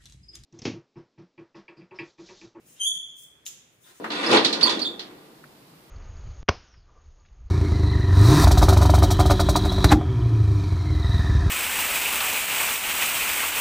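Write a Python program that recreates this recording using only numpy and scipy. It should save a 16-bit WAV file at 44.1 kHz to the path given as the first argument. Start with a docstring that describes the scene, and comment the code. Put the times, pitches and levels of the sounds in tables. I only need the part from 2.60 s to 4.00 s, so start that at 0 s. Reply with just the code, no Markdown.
"""Chalk writes on a blackboard in a bare, quiet classroom. Short strokes rub grains off the stick; the tip
chirps faintly, then catches in a rising stick-slip squeak that rings on in the room. After two more
strokes it lands again with a gritty tap. Last come three light strokes, a faint chirp and a dull scuff.
A low room rumble and a faint hiss run throughout."""
import sys
import numpy as np
from scipy import signal
from scipy.fft import rfft, irfft, next_fast_len
from scipy.io import wavfile
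from scipy.ndimage import uniform_filter1d, map_coordinates

SR = 44100
rng = np.random.default_rng(int(sys.argv[2]) if len(sys.argv) > 2 else 0)


def pcm_store(signal):
    """Save signal as 16-bit PCM."""
    levels = np.round(np.clip(np.atleast_2d(signal), -1, 1) * 32767)
    wavfile.write(sys.argv[1], SR, levels.astype(np.int16).T)


N = 61739

# squeak contour: time_s, pitch_hz, level_db
SQUEAK_CONTOUR = [(.190, 3240, -57.5), (0.201, 3128, -35.5), (0.214, 3133, -21.5), (0.228, 3142, -30),
                  (.245, 3236, -21), (0.261, 3365, -19.5), (0.271, 3427, -18), (0.285, 3455, -23.5),
                  (0.299, 3523, -46)]
# harmonics 1-4: gain_db, roughness_ratio, skirt_hz
SQUEAK_HARMONICS = [(-0.5, 0.19, 86), (-7, 0.57, 140), (-8, 0.4, 180), (-27.5, .92, 180)]
def squeak(t, jitter_depth=0.0033, jitter_hz=252, rasp_db=-52):
    """The tip sticks and slips thousands of times a second, higher and louder as it is pushed."""
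    time_s, pitch_hz, level_db = np.array(SQUEAK_CONTOUR).T
    pitch = np.interp(t, time_s, pitch_hz) * (1 + jitter_depth * wander(jitter_hz))
    phase = 2 * np.pi * np.cumsum(pitch) / SR
    tone = sum(undb(gain_db) * friction_tone(k * phase, roughness, skirt_hz)
               for k, (gain_db, roughness, skirt_hz) in enumerate(SQUEAK_HARMONICS, 1))
    rasp = undb(rasp_db) * grit(RUB_SPECTRUM)
    envelope = undb(np.interp(t, time_s, level_db)) * (t > time_s[0]) * (t < time_s[-1])
    return envelope * (tone + rasp)


def friction_tone(phase, roughness, skirt_hz):
    """One partial; uneven slips smear a share of it into a noise skirt."""
    hz = np.arange(N // 2 + 1) * SR / N
    lowpass = np.exp(-0.5 * (hz / skirt_hz) ** 2)
    a, b = (unit_rms(irfft(rfft(rng.standard_normal(N)) * lowpass, N)) for _ in range(2))
    skirt = (a * np.sin(phase) + b * np.cos(phase)) / np.sqrt(2)
    return np.sqrt(1 - roughness ** 2) * np.sin(phase) + roughness * skirt


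# board response: freq_hz, gain_db
TAP_SPECTRUM = [(60, -46), (200, -38), (900, -16), (1500, -21.5), (2500, 1.5), (3600, 8), (5000, -10.5),
                (7000, 12.5), (10000, -23), (15000, -24)]
def tap(start_s=0.8648, impulse_db=-5.5):
    """One hard knock of the stick on the board."""
    impulse = np.zeros(N)
    impulse[int(start_s * SR)] = -undb(impulse_db)
    return colour(impulse, TAP_SPECTRUM)


# crumbling bursts: start_s, level_db, decay_s
CRUNCH_BURSTS = [(0.852, -47.5, 0.012), (0.858, -37.5, 0.011), (.869, -35.5, 0.0034), (0.875, -38, 0.0075)]
# crumbling chalk: freq_hz, gain_db
CRUNCH_SPECTRUM = [(100, -61.5), (500, -36), (1500, -18.5), (2800, -15.5), (4400, -9.5), (5700, -1),
                   (7000, 2), (8200, -9.5), (10500, -8), (12000, -6.5), (13500, -17), (14900, -7)]
def crunch(t):
    """The landing tip crumbles in a few quick bursts."""
    force = sum(undb(level_db) * (t >= start_s) * np.exp(-np.maximum(t - start_s, 0) / decay_s)
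                for start_s, level_db, decay_s in CRUNCH_BURSTS)
    return force * grit(CRUNCH_SPECTRUM)


# chalk strokes: start_s, length_s, level_db, tilt_db_per_octave
RUB_STROKES = [(0.033, 0.11, -53, 3.5), (0.131, 0.12, -58, -4.5), (0.306, 0.054, -52.5, -1),
               (0.537, 0.1, -46.5, 8), (1.093, 0.054, -63.5, 9), (1.187, 0.12, -53.5, 6),
               (1.312, 0.11, -56, 2)]
# rubbing chalk: freq_hz, gain_db
RUB_SPECTRUM = [(300, -28.5), (1500, -11.5), (3000, -2), (4500, -8), (6500, 3.5), (8500, -0.5),
                (11000, -3.5), (13500, -15), (15500, -2)]
def strokes(t):
    """Chalk rubs off on the board in short strokes."""
    rubbing = np.zeros(N)
    for start_s, length_s, level_db, tilt in RUB_STROKES:
        spectrum = [(hz, db + tilt * np.log2(hz)) for hz, db in RUB_SPECTRUM]
        rubbing += undb(level_db) * pressure(t, start_s, length_s) * grit(spectrum)
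    return rubbing


def pressure(t, start_s, length_s, attack_s=0.049, release_s=0.018):
    """A stroke presses on, holds and lets go."""
    attack = np.sin(np.pi / 2 * np.clip((t - start_s) / attack_s, 0, 1)) ** 2
    return attack * np.exp(-np.maximum(t - start_s - length_s, 0) / release_s)


def grit(spectrum, grains_per_s=5500, spread_db=3.5):
    """Chalk grains break off as dense clicks of uneven size."""
    hits = rng.random(N) < grains_per_s / SR
    size = np.minimum(rng.exponential(size=N), 3)
    clicks = hits * rng.choice([-1, 1], N) * undb(spread_db * size)
    return unit_rms(colour(clicks, spectrum))


# near-catches: start_s, length_s, pitch_hz, skirt_hz, level_db
TIP_CHIRPS = [(0.156, 0.057, 3410, 350, -58), (1.223, 0.059, 3510, 120, -54.5)]
def chirps(t, roughness=0.97):
    """The tip almost catches: weak, rough tones."""
    tones = np.zeros(N)
    for start_s, length_s, pitch_hz, skirt_hz, level_db in TIP_CHIRPS:
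        envelope = undb(level_db) * np.sin(np.pi * np.clip((t - start_s) / length_s, 0, 1))
        tones += envelope * friction_tone(2 * np.pi * pitch_hz * t, roughness, skirt_hz)
    return tones


# dull scrape: start_s, length_s, level_db
SCUFF_STROKE = (1.225, 0.086, -55.5)
# dull scrape: freq_hz, gain_db
SCUFF_SPECTRUM = [(150, -17), (280, -5.5), (380, 9), (560, -2), (750, -0.5), (1000, 1), (1250, 2),
                  (1500, 3), (1850, 1), (2300, -3), (4000, -1.5), (9000, -12.5)]
def scuff(t):
    """A soft, dull scrape as the hand moves on."""
    start_s, length_s, level_db = SCUFF_STROKE
    return undb(level_db) * pressure(t, start_s, length_s) * grit(SCUFF_SPECTRUM)


# reverberation: freq_hz, t60_s
CLASSROOM_DECAY = [(200, 0.46), (1500, 1), (3300, 0.83), (4600, .58), (6500, 0.57), (10000, 0.44),
                   (15000, 0.3)]
def classroom(t, tail_db=-1.5, build_s=0.00399, early_db=1.5, early_decay_s=0.014, echoes_per_s=2500):
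    """Room response: close reflections from board and wall, then a tail whose treble dies first."""
    hz, time_s, spectra = signal.stft(rng.standard_normal((2, N)), SR, nperseg=256)
    decay = np.exp(-np.log(1000) * time_s / log_interp(CLASSROOM_DECAY, hz)[:, None])
    tail = signal.istft(spectra * decay, SR)[1][:, :N]
    tail = unit_rms(tail * (1 - np.exp(-t / build_s)))
    echoes = rng.standard_normal((2, N)) * (rng.random((2, N)) < echoes_per_s / SR)
    early = unit_rms(echoes * np.exp(-t / early_decay_s))
    return (undb(tail_db) * tail + undb(early_db) * early) / np.sqrt(N)


# low swells: centre_s, length_s, level_db
RUMBLE_SWELLS = [(0.064, 0.25, -62), (0.366, 0.075, -64), (.975, 0.13, -67), (1.164, 0.14, -71.5)]
# low swells: freq_hz, gain_db
SWELL_SPECTRUM = [(50, -21.5), (110, -3), (160, 3.5), (240, -7.5), (450, -10.5), (900, -28)]
def swells(t):
    """The low rumble swells softly a few times."""
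    envelope = sum(undb(level_db) * np.cos(np.pi * np.clip((t - centre_s) / length_s, -0.5, 0.5))
                   for centre_s, length_s, level_db in RUMBLE_SWELLS)
    return envelope * noise(SWELL_SPECTRUM)


# room rumble: freq_hz, gain_db
RUMBLE_SPECTRUM = [(25, -17), (48, -12.5), (65, -1), (95, -7.5), (130, 4.5), (200, -2), (350, -1.5),
                   (520, -4.5), (720, -10.5), (1400, -12), (2500, -12.5), (3500, -36.5)]
def rumble(mid_db=-67, side_bass_db=-8, split_hz=730, waver_db=1):
    """Low, slightly wavering room rumble, alike on both sides in the bass."""
    mid, side = noise(RUMBLE_SPECTRUM), noise(RUMBLE_SPECTRUM)
    side = colour(side, [(split_hz / 2, side_bass_db), (split_hz * 0.94, 0)])
    return undb(mid_db + waver_db * wander(rate_hz=10)) * np.array([mid + side, mid - side])


# background hiss: freq_hz, gain_db
HISS_SPECTRUM = [(1200, -19), (2500, 1), (4500, -7), (7000, -6.5), (11000, -9.5), (15500, -11.5)]
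def hiss(level_db=-69.5):
    """Faint steady hiss, independent on each side."""
    return undb(level_db) * noise(HISS_SPECTRUM, (2, N))


def noise(spectrum, shape=N):
    """Coloured noise, rms 1."""
    return unit_rms(colour(rng.standard_normal(shape), spectrum))


def wander(rate_hz):
    """Smooth random drift, rms 1."""
    width = max(int(SR / rate_hz), 1)
    return unit_rms(uniform_filter1d(uniform_filter1d(rng.standard_normal(N), width), width))


def colour(x, spectrum):
    """Minimum-phase filter through (freq_hz, gain_db) points."""
    half = next_fast_len(N // 2 + SR // 20, real=True)
    gain = undb(log_interp(spectrum, np.linspace(0, SR / 2, half + 1)))
    cepstrum = irfft(np.log(gain))
    cepstrum[1:half] *= 2
    cepstrum[half + 1:] = 0
    return irfft(rfft(x, 2 * half) * np.exp(rfft(cepstrum)))[..., :N]


def log_interp(points, hz):
    """Read (freq_hz, value) points on a log-frequency axis."""
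    freq_hz, values = np.array(points, float).T
    return np.interp(np.log(np.maximum(hz, 1)), np.log(freq_hz), values)


def undb(db):
    """Decibels to gain."""
    return 10 ** (np.asarray(db) / 20)


def unit_rms(x):
    """Scale to rms 1."""
    return x / np.sqrt(np.mean(x ** 2))


# stereo balance: freq_hz, left_minus_right_db
PORT_BALANCE = [(500, -1), (1500, -0.5), (3300, -1), (6500, -4), (10000, 3.5), (14000, 2.5)]
def scene(crunch_send_db=2, tap_send_db=-5, right_extra_path_m=0.0087):
    """All chalk sounds reach the two microphone ports directly and through the room."""
    t = np.arange(N) / SR
    writing = squeak(t) + chirps(t) + strokes(t) + scuff(t)
    crumbs, knock = crunch(t), tap()
    send = writing + undb(crunch_send_db) * crumbs + undb(tap_send_db) * knock
    reverb = signal.fftconvolve(send[None], classroom(t), axes=1)[:, :N]
    direct = writing + crumbs + knock
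    delayed = map_coordinates(direct, [(t - right_extra_path_m / 343) * SR], order=5)
    left, right = (np.array([direct, delayed]) + reverb) / np.sqrt(2)
    left = colour(left, [(hz, db / 2) for hz, db in PORT_BALANCE])
    right = colour(right, [(hz, -db / 2) for hz, db in PORT_BALANCE])
    return np.array([left, right]) + rumble() + hiss() + swells(t)


def record(dry, cutoff_hz=15350):
    """A steep low-pass cuts the top treble."""
    return signal.sosfilt(signal.ellip(8, 0.2, 80, cutoff_hz, fs=SR, output="sos"), dry)


dry = scene()
out = record(dry)
pcm_store(out)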